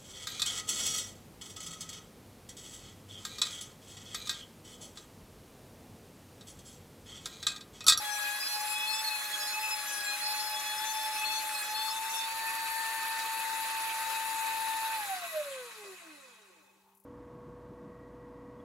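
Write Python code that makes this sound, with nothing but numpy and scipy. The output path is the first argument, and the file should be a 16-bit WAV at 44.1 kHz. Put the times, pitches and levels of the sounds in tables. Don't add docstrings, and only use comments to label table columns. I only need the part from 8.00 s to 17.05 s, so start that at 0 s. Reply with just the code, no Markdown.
import sys
import numpy as np
from scipy import signal
from scipy.io import wavfile

SR = 44100
rng = np.random.default_rng(int(sys.argv[2]) if len(sys.argv) > 2 else 0)


def master(y):
    cut = np.clip(np.atleast_2d(y).T, -1, 1)
    pcm = np.round(cut * 32767)
    wavfile.write(sys.argv[1], SR, pcm.astype(np.int16))


N = 399093
T = np.arange(N) / SR
LIFT_S, OFF_S = 4.26, 6.953


def from_db(db):
    return 10 ** (np.asarray(db) / 20)


def rms_one(x):
    return x / np.sqrt(np.mean(x ** 2) + 1e-20)


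def in_time(rows):
    times, *columns = np.transpose(rows)
    return [np.interp(T, times, column) for column in columns]


def at_hz(points, hz):
    pitches, values = np.transpose(points)
    return np.interp(np.log(hz), np.log(pitches), values)


def drift(rate_hz):
    pole = np.exp(-80 * np.pi * rate_hz / SR)
    slow = signal.lfilter([1], [1, -2 * pole, pole ** 2], rng.standard_normal(N // 40 + 2002))[2000:]
    return np.interp(np.arange(N) / 40, np.arange(len(slow)), rms_one(slow))


def resonance(x, hz, width_hz):
    r = np.exp(-np.pi * width_hz / SR)
    poles = [1, -2 * r * np.cos(2 * np.pi * hz / SR), r * r]
    return signal.lfilter(np.array([1, 0, -1]) * (1 - r * r) / 2, poles, x)


def bandpass(x, low_hz, high_hz):
    return signal.sosfilt(signal.butter(2, [low_hz, high_hz], "band", fs=SR, output="sos"), x)


def rings_db(rings, hz):
    bells = sum(db * np.exp(-.5 * ((hz[::40] - centre) / width) ** 2) for centre, width, db in rings)
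    return bells.repeat(40)[:N]


def panned(x, db):
    return x * np.array([from_db(db / 2), from_db(-db / 2)]).reshape(2, -1)


def partial(phase, level_db, apart, wander):
    side = (apart + wander * drift(1.51)) * np.cos(phase) + wander * drift(3.36) * np.sin(phase)
    return np.sqrt(2) * from_db(level_db) * (np.sin(phase) + side * [[-1], [1]])


# pitch_hz, correlation
MIC_LIKENESS = [(60, 0.35), (250, 1), (600, 1), (1400, 0.77), (3000, 0.22), (8000, 0.72), (15000, 0.34)]
# pitch_hz, pan_db
MIC_BALANCE = [(60, 7.5), (250, 1), (1400, 2), (4400, 1.5), (8000, 2.5), (15000, 16)]

def mic_pair(mid, side, hz):
    alike = at_hz(MIC_LIKENESS, hz)
    stereo = np.sqrt(1 + alike) * mid + np.sqrt(1 - alike) * side * [[1], [-1]]
    return panned(stereo, at_hz(MIC_BALANCE, hz))


def ringing(white, hz, width_hz):
    return rms_one(mic_pair(*resonance(white, hz, width_hz), hz))


def banded_noise(spectrum, flicker_db, count, slope_db=0):
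    edges = np.geomspace(spectrum[0][0], spectrum[-1][0], count + 1)
    together = drift(53)
    white = rng.standard_normal((2, 2, N))
    out, power = 0, 0
    for k, (low, high) in enumerate(zip(edges, edges[1:])):
        hz = np.sqrt(low * high)
        level_db = at_hz(spectrum, hz) + flicker_db * (.45 * together + drift(21))
        band = from_db(level_db) * mic_pair(*bandpass(white[k % 2], low, high), hz)
        power += np.mean(band ** 2)
        out += band * from_db(slope_db * np.log2(hz / 10000))
    return out / np.sqrt(power)


# pitch_hz, level_db
SHOP_HUM = [(195, -77), (391.5, -79)]
# pitch_hz, width_hz, level_db
SHOP_DRONE = [(530, 60, -89), (880, 63, -75), (1040, 80, -87.5)]
# pitch_hz, relative_db
ROOM_TONE = [(50, -20), (100, 7), (200, 2), (500, 3), (1000, -2), (1700, -22), (5000, -12),
             (10000, -3), (17000, -5)]

def workshop():
    hum = sum(from_db(db + .41 * drift(4.3)) * np.sin(2 * np.pi * hz * T) for hz, db in SHOP_HUM)
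    white = rng.standard_normal(N)
    drone = sum(from_db(db + 2.5 * drift(9.8)) * rms_one(resonance(white, hz, width))
                for hz, width, db in SHOP_DRONE)
    return np.sqrt(2) * hum + drone + from_db(-74) * banded_noise(ROOM_TONE, flicker_db=.8, count=12)


def taps(events, hz, width_hz, t60_s, pan_db):
    envelope = sum(from_db(db - 60 * np.abs(T - start) / t60_s) * (T >= start) for start, db in events)
    return panned(envelope * rms_one(resonance(rng.standard_normal(N), hz, width_hz)), pan_db)


# start_s, level_db
DRY_TICKS = [(8.9496, -65), (8.972, -65), (8.9999, -65), (9.0384, -65)]
# start_s, level_db
BOWL_KNOCK = [(7.837, -52)]

def handling():
    ticks = taps(DRY_TICKS, hz=11700, width_hz=2500, t60_s=.078, pan_db=8)
    return ticks + taps(BOWL_KNOCK, hz=520, width_hz=148, t60_s=.24, pan_db=-5.5)


# pitch_hz, width_hz, full_speed_db
RATTLE = [(1100, 52, -52.5), (2530, 35, -52)]

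def housing_rattle(slowed):
    white = rng.standard_normal((2, N))
    rise = np.clip((T - OFF_S) / .3, 0, 1)
    return rise * sum(from_db(db - 28.5 * slowed + 2 * drift(19)) * ringing(white, hz, width)
                      for hz, width, db in RATTLE)


def thuds(per_s):
    starts = (np.arange(0, N / SR - .02, 1 / per_s) * SR).astype(int)
    sizes = rng.standard_normal((len(starts), 3))
    beats = np.zeros((2, N))
    beats[:, starts] = (sizes[:, :1] + 1.2 * sizes[:, 1:]).T
    return rms_one(signal.sosfilt(signal.butter(2, 350, fs=SR, output="sos"), beats + 1e-18))


# pitch_hz, relative_db
FAN_SPECTRUM = [(50, -17), (150, -32.5), (300, -17), (600, -10.5), (950, -10), (1200, -4), (2000, 0.5),
                (3000, -4.5), (4000, -5), (5500, -12), (9000, -8.5)]
# pitch_hz, width_hz, relative_db
HOUSING_RINGS = [(300, 11, -30), (808, 27, -23), (1141.6, 20, -11.5), (1253, 22, -13.5), (1325, 18, -18.5),
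                 (1534, 100, -9.5), (1915, 58, -12), (2305, 23, -13.5), (2532, 34, -5.5), (3573, 64, -14.5),
                 (3856, 82, -9.5), (4050, 100, -13), (6830, 730, -10.5)]

def fan_roar(slowed):
    white = rng.standard_normal((2, N))
    rings = sum(from_db(db + 1.9 * drift(19)) * ringing(white, hz, width)
                for hz, width, db in HOUSING_RINGS)
    rumble = from_db(-29.5) * thuds(per_s=60)
    return banded_noise(FAN_SPECTRUM, flicker_db=2.5, count=18) + from_db(-1.5 * slowed) * rings + rumble


# left_delay_s, right_delay_s, gain_db
NEAR_ECHOES = [(.0029, .0030, -25), (.0057, 0.0055, -15.5), (.0093, 0.011, -15), (0.013, 0.013, -16),
               (0.0206, 0.022, -15), (.0307, 0.025, -22.5)]

def echoed(x):
    out = x.copy()
    for *delays, db in NEAR_ECHOES:
        out += from_db(db) * np.array([np.roll(side, round(s * SR)) for side, s in zip(x, delays)])
    return out / np.sqrt(1 + sum(from_db(db) ** 2 for *_, db in NEAR_ECHOES))


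# time_s, roar_db, hiss_db, pan_db
AIR_FLOW = [(0, -50.5, -53.5, -3), (1.6, -50.5, -54, -2), (2.2, -50, -54.5, -2), (3.0, -50, -54, -2),
            (4.0, -50.5, -55.5, -1.5), (4.6, -49, -52, -2), (6.0, -48.5, -52, -1.5), (6.9, -49, -52.5, -2)]
# pitch_hz, relative_db
HISS_SPECTRUM = [(4000, -40), (5700, -2), (7000, -0.5), (8700, 0), (10000, 10.5), (11500, 11), (12500, 4),
                 (14000, -1.5), (17000, -3.5)]

def cooling_air(hz, slowed):
    roar_db, hiss_db, pan_db = in_time(AIR_FLOW)
    hiss = banded_noise(HISS_SPECTRUM, flicker_db=2.1, count=16, slope_db=7.8 * np.log2(hz / hz.max()))
    hiss *= from_db(hiss_db + 10.5 - 42 * slowed)
    roar = from_db(roar_db + 7 - 34 * slowed) * fan_roar(slowed)
    return panned(echoed(roar + hiss), pan_db + .5)


# time_s, level_db
LOW_TONE_LEVEL = [(0, -65), (3.55, -63), (3.7, -68), (6.9, -66.5), (7.2, -106)]

def low_wavering_tone(phase):
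    level_db, = in_time(LOW_TONE_LEVEL)
    return partial(.71 * phase + .82 * drift(11), level_db + 3 * drift(8.5), apart=.066, wander=.084)


# flute_pass_multiple, base_db, loss_db_per_tenfold_slowing
ROTOR_TONES = [(13.88, -60, 28), (18.75, -48, 58), (27.7, -63, 28), (41.6, -71, 28)]
# pitch_hz, gain_db
HOUSING_COLOUR = [(2500, -6), (3200, 1), (4200, 2), (5500, -8), (7200, -1), (8800, -4), (10200, 2),
                  (12000, -2), (13000, -10), (14500, -16)]
CUTOFF_HZ = 15800

def coasting_rotor(hz, phase, slowed):
    rise = np.clip((870 - hz) / 150, 0, 1) * (T > OFF_S)
    out = 0
    for multiple, base_db, loss_db in ROTOR_TONES:
        in_range = np.clip((CUTOFF_HZ - multiple * hz) / 300, 0, 1)
        blur = 3 * drift(50)
        level_db = base_db + at_hz(HOUSING_COLOUR, multiple * hz) - loss_db * slowed + 2.5 * drift(25)
        out += in_range * partial(multiple * phase + blur, level_db, apart=.2, wander=.35)
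    return rise * panned(out, 5)


def fibre_rasp(phase, cutting, load):
    gate = np.exp(1.4 * np.cos(phase))
    tearing = bandpass(gate * mic_pair(*rng.standard_normal((2, N)), 8000), 8500, 12500)
    return cutting * from_db(-59 + 3 * load + 1.5 * drift(12) + 1.5 * drift(40)) * rms_one(tearing)


# start_s, length_s, flute_pass_multiple, level_db
BITE_SQUEALS = [(0.042, 0.065, 4, -43), (0.066, 0.09, 10, -54), (0.109, 0.069, 7, -45),
                (0.126, 0.081, 9, -51), (0.236, 0.061, 3, -43.5), (0.394, 0.065, 14, -56),
                (0.4, 0.081, 6, -48), (0.461, 0.11, 5, -45), (0.474, 0.078, 7, -48.5),
                (0.632, 0.135, 11, -51.5), (0.644, 0.1, 13, -49.5), (0.668, 0.082, 9, -48),
                (0.67, 0.13, 10, -54), (0.7, 0.27, 3, -43), (0.755, 0.14, 4, -45), (0.836, 0.055, 6, -49),
                (0.867, 0.095, 10, -53), (0.87, 0.074, 5, -42), (0.903, 0.12, 6, -44),
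                (0.923, 0.099, 9, -47.5), (0.933, 0.076, 4, -39), (0.943, 0.052, 8, -49),
                (0.965, 0.063, 3, -45), (1.043, 0.053, 5, -39.5), (1.077, 0.086, 3, -42.5),
                (1.115, 0.085, 11, -58), (1.117, 0.125, 12, -53), (1.137, 0.14, 5, -45.5),
                (1.298, 0.14, 8, -49), (1.352, 0.057, 5, -46.0), (1.392, 0.13, 14, -52.5),
                (1.402, 0.16, 6, -43.5), (1.467, 0.086, 8, -50), (1.473, 0.058, 5, -42),
                (1.529, 0.065, 3, -37), (1.606, 0.062, 6, -45), (1.624, 0.12, 3, -39.5),
                (1.708, 0.041, 6, -41.5), (1.917, 0.072, 12, -46), (1.936, 0.055, 6, -50),
                (2.037, 0.074, 9, -48), (2.061, 0.095, 5, -42.5), (2.066, 0.096, 3, -42.5),
                (2.21, 0.21, 5, -44), (2.245, 0.069, 6, -45), (2.393, 0.17, 6, -47), (2.524, 0.1, 4, -45.5),
                (2.63, 0.055, 6, -51), (2.655, 0.087, 4, -43.5), (2.744, 0.063, 6, -47),
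                (2.829, 0.1, 4, -45.5), (2.848, 0.08, 7, -46), (2.854, 0.096, 8, -51.0),
                (2.935, 0.135, 4, -45), (2.996, 0.1, 6, -46.5), (3.119, 0.081, 6, -46),
                (3.131, 0.078, 11, -54.5), (3.162, 0.09, 3, -40), (3.237, 0.14, 4, -44.5),
                (3.244, 0.16, 5, -40.5), (3.3, 0.054, 3, -42), (3.317, 0.087, 7, -49),
                (3.448, 0.1, 13, -52), (3.457, 0.14, 10, -49), (3.546, 0.07, 5, -42.5),
                (3.518, 0.14, 9, -53), (3.585, 0.04, 11, -45), (3.744, 0.16, 5, -40),
                (3.75, 0.24, 4, -45.0), (4.071, 0.11, 9, -54), (4.096, 0.12, 7, -51.5),
                (4.173, 0.082, 4, -42.5)]

def squeal_gain(multiple, edge_s=.0069):
    t = T[::40]
    gain = np.zeros_like(t)
    for start, length, k, db in BITE_SQUEALS:
        if k == multiple:
            outside = np.abs(t - start - length / 2) - length / 2 + edge_s
            gain = np.maximum(gain, from_db(db) * np.clip(1 - outside / (2 * edge_s), 0, 1))
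    return gain.repeat(40)[:N]


# flute_pass_multiple, cutting_db, idling_db
BIT_OVERTONES = [(3, -53, -60), (4, -53, -65), (5, -54, -60), (6, -55, -72), (7, -58, -73), (8, -61, -75),
                 (9, -61, -74), (10, -63, -77), (11, -63, -77), (12, -62, -77), (13, -62, -77),
                 (14, -62, -78), (15, -68, -80), (16, -72, -83)]
# pitch_hz, width_hz, gain_db
OVERTONE_COLOUR = [(230, 40, -20), (308, 18, 7), (375, 20, 3), (445, 12, -8), (510, 30, 4), (700, 15, -10),
                   (790, 15, -10), (1130, 35, 4), (1360, 30, 4), (1510, 25, 8), (1712, 12, -7),
                   (1755, 12, -12), (2020, 60, 9), (2545, 35, 8)]
# pitch_hz, width_hz, gain_db
IDLE_COLOUR = [(2671, 5, 4), (4476, 14, 6)]
OVERTONE_LOSS_DB = 27

def overtones(hz, phase, slowed, cutting, coasting, load):
    out = 0
    for k, cut_db, free_db in BIT_OVERTONES:
        if k <= 8:
            coast_db = -62 - 1.5 * (k - 3) + rings_db(OVERTONE_COLOUR, k * hz)
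            free_db = np.where(T > OFF_S, coast_db, free_db + rings_db(IDLE_COLOUR, k * hz))
        swell_db = (1.5 + cutting + coasting) * drift(8) + (1.5 + 2 * cutting + coasting) * drift(30)
        running_db = free_db + cutting * (cut_db - free_db) - OVERTONE_LOSS_DB * slowed + swell_db
        squeal = squeal_gain(k) * from_db(2.23 * drift(30))
        level_db = 20 * np.log10(np.maximum(from_db(running_db), squeal))
        jitter = .055 * cutting * np.maximum(load, .6) * drift(70)
        tone = partial(k * (phase + jitter) - np.pi / 2 + .66 * drift(2.8), level_db, .04, wander=.74)
        out += panned(tone, at_hz(MIC_BALANCE, k * hz.max()))
    return out


# time_s, first_partial_db, second_partial_db, pan_db
WHINE_LEVELS = [(0, -32.5, -61, 4), (.1, -34, -47.5, 1), (.33, -42, -45, 3), (.46, -51, -54.5, 8),
                (.58, -31, -52.5, 6), (.8, -43, -48, 1.5), (1.1, -43.5, -49, 1), (1.42, -42.5, -49, 9),
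                (1.58, -41, -53, 1), (1.92, -43.5, -48.5, 3.5), (2.1, -45.5, -46, 11), (2.19, -41, -65, 2),
                (2.25, -38, -49.5, 3), (2.6, -42.5, -44.5, 1), (3.0, -38, -44.5, 0.5),
                (3.5, -40.5, -51.5, 1), (3.64, -43, -48, -5), (3.8, -37.5, -46, 7), (4.25, -40.5, -58, 2),
                (4.45, -39.5, -41, 6), (4.65, -39.5, -47, 3), (4.85, -39.5, -40, 6.5), (5.4, -38.5, -49, 3),
                (6.2, -37.5, -49, 4.5), (6.9, -35.5, -47.5, 4), (7.1, -34.5, -50.5, 1.5)]
# pitch_hz, width_hz, gain_db
WHINE_COLOUR = [(130, 60, -22), (215, 30, -12), (272, 12, -12), (310, 22, 4), (347, 12, -22), (382, 14, 7),
                (452, 11, -20), (510, 15, 3), (550, 16, 5), (554, 3, -5), (583, 5, -9), (609, 3, -4),
                (610, 18, 13), (659, 13, -18), (688, 8, 3), (715, 11, -12), (744, 3, -10), (762, 24, 3),
                (800, 9, -12), (828, 7, -5), (842, 5, -7)]
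# pitch_hz, width_hz, gain_db
BOWL_RESONANCE = [(1665, 19, 6.5)]

def whine(hz, phase, slowed, cutting, coasting, load):
    first_db, second_db, pan_db = in_time(WHINE_LEVELS)
    chatter_db = (.5 + 1.2 * load * (1 - coasting)) * drift(17)
    first_db += rings_db(WHINE_COLOUR, hz) - 55 * slowed + chatter_db
    first = panned(partial(phase, first_db, apart=.023, wander=.15), pan_db)
    second_db += rings_db(OVERTONE_COLOUR, 2 * hz) + cutting * rings_db(BOWL_RESONANCE, 2 * hz)
    second_db += (1.2 + 2 * coasting) * drift(22) - 4 * coasting - OVERTONE_LOSS_DB * slowed
    return first + partial(2 * phase, second_db, apart=.3, wander=.45)


# time_s, flute_pass_hz
BIT_SPEED = [(0, 844), (.12, 835), (.3, 832.5), (.6, 843.5), (.8, 854), (1, 871), (1.2, 847), (1.42, 843),
             (1.5, 847), (1.6, 862), (1.7, 861), (1.8, 848), (2, 830), (2.1, 826), (2.25, 848), (2.4, 853),
             (2.6, 854.5), (2.7, 850), (2.9, 871), (3.08, 866), (3.2, 856.5), (3.3, 866), (3.4, 871),
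             (3.5, 862), (3.62, 842), (3.8, 870), (3.95, 884.5), (4.2, 893.5), (4.6, 895.5), (5.6, 891),
             (6.95, 889.5)]

def flute_pass_hz(friction_hz_per_s=278.2, drag_equal_hz=648.8):
    driven_hz, = in_time(BIT_SPEED)
    since_off = np.maximum(T - OFF_S, 0)
    angle = np.arctan(driven_hz / drag_equal_hz) - since_off * friction_hz_per_s / drag_equal_hz
    return np.maximum(drag_equal_hz * np.tan(angle), 30)


def spindle(hz, slowed):
    phase = 2 * np.pi * np.cumsum(hz) / SR
    cutting = np.clip((LIFT_S - T) / .017 + .5, 0, 1)
    coasting = np.clip((T - OFF_S) / .2, 0, 1)
    load = np.clip((895 - hz) / 40, 0, 1)
    out = whine(hz, phase, slowed, cutting, coasting, load)
    out += overtones(hz, phase, slowed, cutting, coasting, load)
    out += fibre_rasp(phase, cutting, load)
    out += coasting_rotor(hz, phase, slowed)
    out += low_wavering_tone(phase)
    return out * np.clip((hz - 60) / 40, 0, 1)


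def scene():
    hz = flute_pass_hz()
    slowed = np.log10(BIT_SPEED[-1][1] / hz) * (T > OFF_S)
    return cooling_air(hz, slowed) + handling() + spindle(hz, slowed) + housing_rattle(slowed) + workshop()


def record(dry):
    left, right = dry
    low = signal.filtfilt(*signal.butter(2, 2500, fs=SR), left)
    lagged = np.array([left - low + np.roll(low, 2), right])
    return signal.sosfilt(signal.ellip(12, .2, 60, CUTOFF_HZ, fs=SR, output="sos"), lagged)


dry = scene()
out = record(dry)
master(out)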